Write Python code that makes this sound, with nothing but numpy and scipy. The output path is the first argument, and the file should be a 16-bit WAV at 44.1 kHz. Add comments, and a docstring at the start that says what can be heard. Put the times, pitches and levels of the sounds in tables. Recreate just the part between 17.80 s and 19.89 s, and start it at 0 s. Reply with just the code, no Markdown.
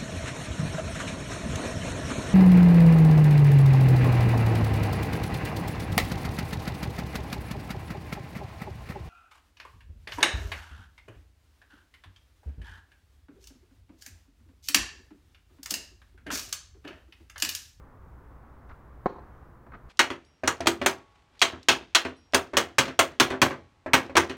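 """One hollow pop of a racket hitting a ball: a tennis serve on a clay court, heard from behind the baseline.
The pop is a set of short ringing tones with noise for the crack and buzz, doubled by the ground.
Legs push off, shoes scuff the clay before and after, and the ball lands far off, all as shaped noise.
Hedges and fences answer the serve, scuffs and landing with echoes made of short noise bursts.
Under it all lie distant traffic, a low rumble and a faint microphone hiss, made of steady coloured noise."""
import sys
import numpy as np
from scipy import signal
from scipy.fft import rfft, irfft, next_fast_len
from scipy.io import wavfile
from scipy.ndimage import map_coordinates

SR = 44100
rng = np.random.default_rng(int(sys.argv[2]) if len(sys.argv) > 2 else 0)


def inscribe(sig):
    """Save sig as 16-bit PCM at rate SR to the path in sys.argv[1].

    A 1-D sig is mono; a 2-D sig holds one channel per row.
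    Samples are clipped to [-1, 1] before scaling.
    """
    pcm = np.round(np.clip(np.atleast_2d(sig).T, -1, 1) * 32767)
    wavfile.write(sys.argv[1], SR, pcm.astype(np.int16))


N = 92213  # length in samples

ATTACK_S = 0.0007  # quick rise shared by the blow, the bounce and the echoes


def amp(db):
    """Turn decibels into a gain to multiply by."""
    return 10 ** (np.asarray(db) / 20)


def unit(x):
    """Scale a sound to an average (rms) level of 1."""
    return x / np.sqrt(np.mean(x ** 2) + 1e-20)


def along(points, hz):
    """Read a curve of (Hz, value) points at any frequency, on a log frequency axis."""
    point_hz, values = np.transpose(points)
    return np.interp(np.log(hz + 1), np.log(point_hz + 1), values)


def since(start_s):
    """Seconds passed since start_s, zero before it."""
    return np.maximum(np.arange(N) / SR - start_s, 0)


def burst(start_s, rise_s, t60_s, hold_s=0):
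    """Loudness shape: rise, hold, then fade by 60 dB every t60_s seconds."""
    rise = 1 - np.exp(-since(start_s) / rise_s)
    fade = amp(-60 * since(start_s + hold_s) / t60_s)
    return rise * fade


def filtered(x, response):
    """Multiply the spectrum of x by a response, given as a function of frequency."""
    size = next_fast_len(N + SR // 2)  # spare room so that delayed sound does not wrap around
    hz = np.fft.rfftfreq(size, 1 / SR)
    return irfft(rfft(x, size) * response(hz), size)[:N]


def noise(spectrum):
    """Random noise coloured by (Hz, dB) points, at rms 1."""
    white = rng.standard_normal(N)
    return unit(filtered(white, lambda hz: amp(along(spectrum, hz))))


def wobble(rate):
    """A smooth random curve through `rate` random points a second."""
    knots = rng.standard_normal(int(N * rate / SR) + 4)
    return map_coordinates(knots, [np.arange(N) * rate / SR])


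def background(traffic_sway_db=.5, rumble_sway_db=1.5):
    """Distant traffic and a low rumble are noise of swaying level; microphone hiss is steady noise."""
    # Tone colour of the traffic. Each row: frequency in Hz, level in dB.
    traffic_colour = [(59, -20.5), (100, -4), (124, -3), (207, -10), (239, -8), (347, -11.5), (487, -12.5),
                      (522, -13.5), (624, -15.5), (1140, -13), (1850, -24), (2730, -38.5), (7000, -54.5),
                      (9100, -82.5), (15400, -120)]
    # Slow rise and fall of the traffic. Each row: time in seconds, level in dB.
    traffic_level = [(0, -55), (.42, -55.5), (.66, -54), (1.03, -55), (1.48, -53), (1.74, -56),
                     (2.09, -54.5)]
    # Tone colour of the low rumble. Each row: frequency in Hz, level in dB.
    rumble_colour = [(15, -10), (30, -7.5), (45, -8.5), (61, 4), (76, -8), (110, -12), (170, -26),
                     (400, -60.5)]
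    # Tone colour of the microphone hiss. Each row: frequency in Hz, level in dB.
    hiss_colour = [(3000, -10.5), (6000, -2.5), (10000, -3), (12000, -3), (15500, 2.5)]
    rumble_db, hiss_db = -50.5, -80

    level_db = np.interp(since(0), *np.transpose(traffic_level))
    traffic = amp(level_db + traffic_sway_db * wobble(7.93)) * noise(traffic_colour)
    rumble = amp(rumble_db + rumble_sway_db * wobble(7.44)) * noise(rumble_colour)
    hiss = amp(hiss_db) * noise(hiss_colour)
    return traffic + rumble + hiss


def push_off(rise_s=0.0099, t60_s=0.082):
    """As the legs push off, a soft low thud goes through the ground: a burst of deep noise."""
    # Tone colour of the thud. Each row: frequency in Hz, level in dB.
    thud_colour = [(25, 0), (58, 4), (90, -7), (200, -44), (600, -120)]
    start_s, hold_s, level_db = .878, 0.04, -44.5
    return amp(level_db) * noise(thud_colour) * burst(start_s, rise_s, t60_s, hold_s)


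def shoes():
    """Each sole slides briefly over loose clay: smooth noise for the rub, sparse clicks for the grains."""
    # The scuffs. Each row: start in seconds, length in seconds before the fade, level in dB,
    # brightness in dB per octave.
    scuffs = [(.890, 0.0043, -56, 3.5), (0.897, 0.02, -51, -1.1), (1.919, 0.0026, -43.5, -4),
              (1.934, 0.02, -45.5, -2.5)]
    # Tone colour of shoe on clay. Each row: frequency in Hz, level in dB.
    clay_colour = [(150, -9), (600, -5.5), (1250, 5.5), (2100, -4), (3000, -18.5), (4200, -22.5),
                   (6500, -36.5), (9000, -51), (16000, -100)]
    rise_s, t60_s = 0.00044, 0.074
    grains_per_s, grit_db = 1500, -4  # grit level is relative to the smooth rub

    out = np.zeros(N)
    for start_s, length_s, level_db, tilt_db in scuffs:
        has_grain = rng.random(N) < grains_per_s / SR
        grit = unit(rng.standard_normal(N) * has_grain)
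        rub = rng.standard_normal(N) + amp(grit_db) * grit
        rub = unit(filtered(rub, lambda hz: amp(along(clay_colour, hz) + tilt_db * np.log2(hz + 1))))
        out += amp(level_db) * rub * burst(start_s, rise_s, t60_s, length_s)
    return out


def racket():
    """The blow rings short modes of ball, strings and frame, with a crack of felt and a faint buzz."""
    # Ringing tones of ball, strings and frame. Each row: frequency in Hz, level in dB,
    # time in seconds to fade by 60 dB.
    modes = [(229, -3, .016), (457, -0.5, 0.014), (760, -7, 0.03), (846, -19, 0.077), (1033, -7.5, 0.026),
             (1337, -19, 0.0182), (1536, -22, 0.03), (1890, -31.5, 0.018), (2208, -28, 0.026),
             (3044, -43.5, .03), (4000, -44, 0.053)]
    # Tone colour of felt slapping the strings. Each row: frequency in Hz, level in dB.
    crack_colour = [(300, -8), (1400, 0.5), (2200, -1), (2900, -16.5), (4400, -14.5), (5200, -24),
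                    (7200, -25), (8000, -48), (15000, -70)]
    # Tone colour of the after-ring of strings and frame. Each row: frequency in Hz, level in dB.
    buzz_colour = [(800, -13), (1500, 3), (2200, 6), (2900, -8), (3600, -9), (4250, -2.5), (4900, -17),
                   (6800, -22), (8000, -34), (15000, -60)]
    hit_s = 1.2585
    pop_db, crack_db, buzz_db = -9, -32, -56.5
    crack_rise_s, crack_t60_s, buzz_t60_s = 0.0021, .026, 0.29
    contact_hz = 2560  # the soft ball dulls the ringing above this

    t = since(hit_s)
    ring = np.zeros(N)
    for k, (hz, level_db, t60_s) in enumerate(modes):
        sign = (-1) ** (k + 1)  # every other tone starts upside down
        ring += sign * amp(level_db) * np.sin(2 * np.pi * hz * t) * burst(hit_s, ATTACK_S, t60_s)
    pop = signal.lfilter(*signal.butter(2, contact_hz, fs=SR), ring)
    crack = noise(crack_colour) * burst(hit_s, crack_rise_s, crack_t60_s)
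    buzz = noise(buzz_colour) * burst(hit_s, ATTACK_S, buzz_t60_s)
    return amp(pop_db) * pop + amp(crack_db) * crack + amp(buzz_db) * buzz


def ground(x):
    """Sound also reaches the ear by way of the clay: add one slightly later, weaker copy."""
    delay_s, gain = .00554, 0.74
    return filtered(x, lambda hz: 1 + gain * np.exp(-2j * np.pi * hz * delay_s))


def court(x):
    """Hedges and fences scatter the sound into blurred echoes, over a thin tail from all around."""
    # Echoes off hedges and fences. Each row: delay in seconds, level in dB before colouring.
    echoes = [(.021, -24), (.032, -17.5), (.044, -24.5), (0.063, -27.5), (0.099, -26.5), (.124, -25)]
    # How the tail dies away. Each row: frequency in Hz, time in seconds to fade by 60 dB.
    tail_fade = [(150, 0.65), (800, 0.64), (2000, 0.97), (6000, 0.26)]
    # Tone colour of all that comes back. Each row: frequency in Hz, level in dB.
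    return_colour = [(150, -5), (300, 3), (500, -1), (730, -2), (900, 5.5), (1050, -2), (1400, 3),
                     (2200, -5), (3200, 5), (6500, 6.5), (9000, 0)]
    echo_t60_s, tail_db, tail_delay_s = 0.032, -20, .012

    # Fade each frequency band of white noise at its own speed.
    hz, t, bands = signal.stft(rng.standard_normal(N), SR, nperseg=256)
    fade = amp(-60 * t / along(tail_fade, hz)[:, None])
    tail = signal.istft(bands * fade, SR, nperseg=256)[1][:N]
    tail = tail * (since(tail_delay_s) > 0)
    answer = amp(tail_db) * tail / np.linalg.norm(tail)  # the court's reply to one click
    for delay_s, level_db in echoes:
        scatter = rng.standard_normal(N) * burst(delay_s, ATTACK_S, echo_t60_s)
        answer += amp(level_db) * scatter / np.linalg.norm(scatter)
    returned = signal.fftconvolve(x, answer)[:N]
    return filtered(returned, lambda hz: amp(along(return_colour, hz)))


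def bounce():
    """The ball lands far off with a dull pat on the clay: a short burst of mostly low noise."""
    # Tone colour of the landing. Each row: frequency in Hz, level in dB.
    pat_colour = [(50, -14), (150, 0), (400, 6), (900, 2), (2000, -13), (3200, -32), (5000, -38),
                  (9000, -60)]
    start_s, level_db, t60_s = 1.8655, -44, 0.068
    return amp(level_db) * noise(pat_colour) * burst(start_s, ATTACK_S, t60_s)


def scene():
    """The serve, the footwork and the landing ball in the open court, as one channel."""
    play = shoes() + ground(racket()) + bounce()
    return (background() + push_off() + play + court(play))[None]


def record(dry):
    """Only sound below the upper band limit is kept."""
    top_hz = 15800
    return np.array([filtered(channel, lambda hz: hz < top_hz) for channel in dry])


dry = scene()
out = record(dry)
inscribe(out)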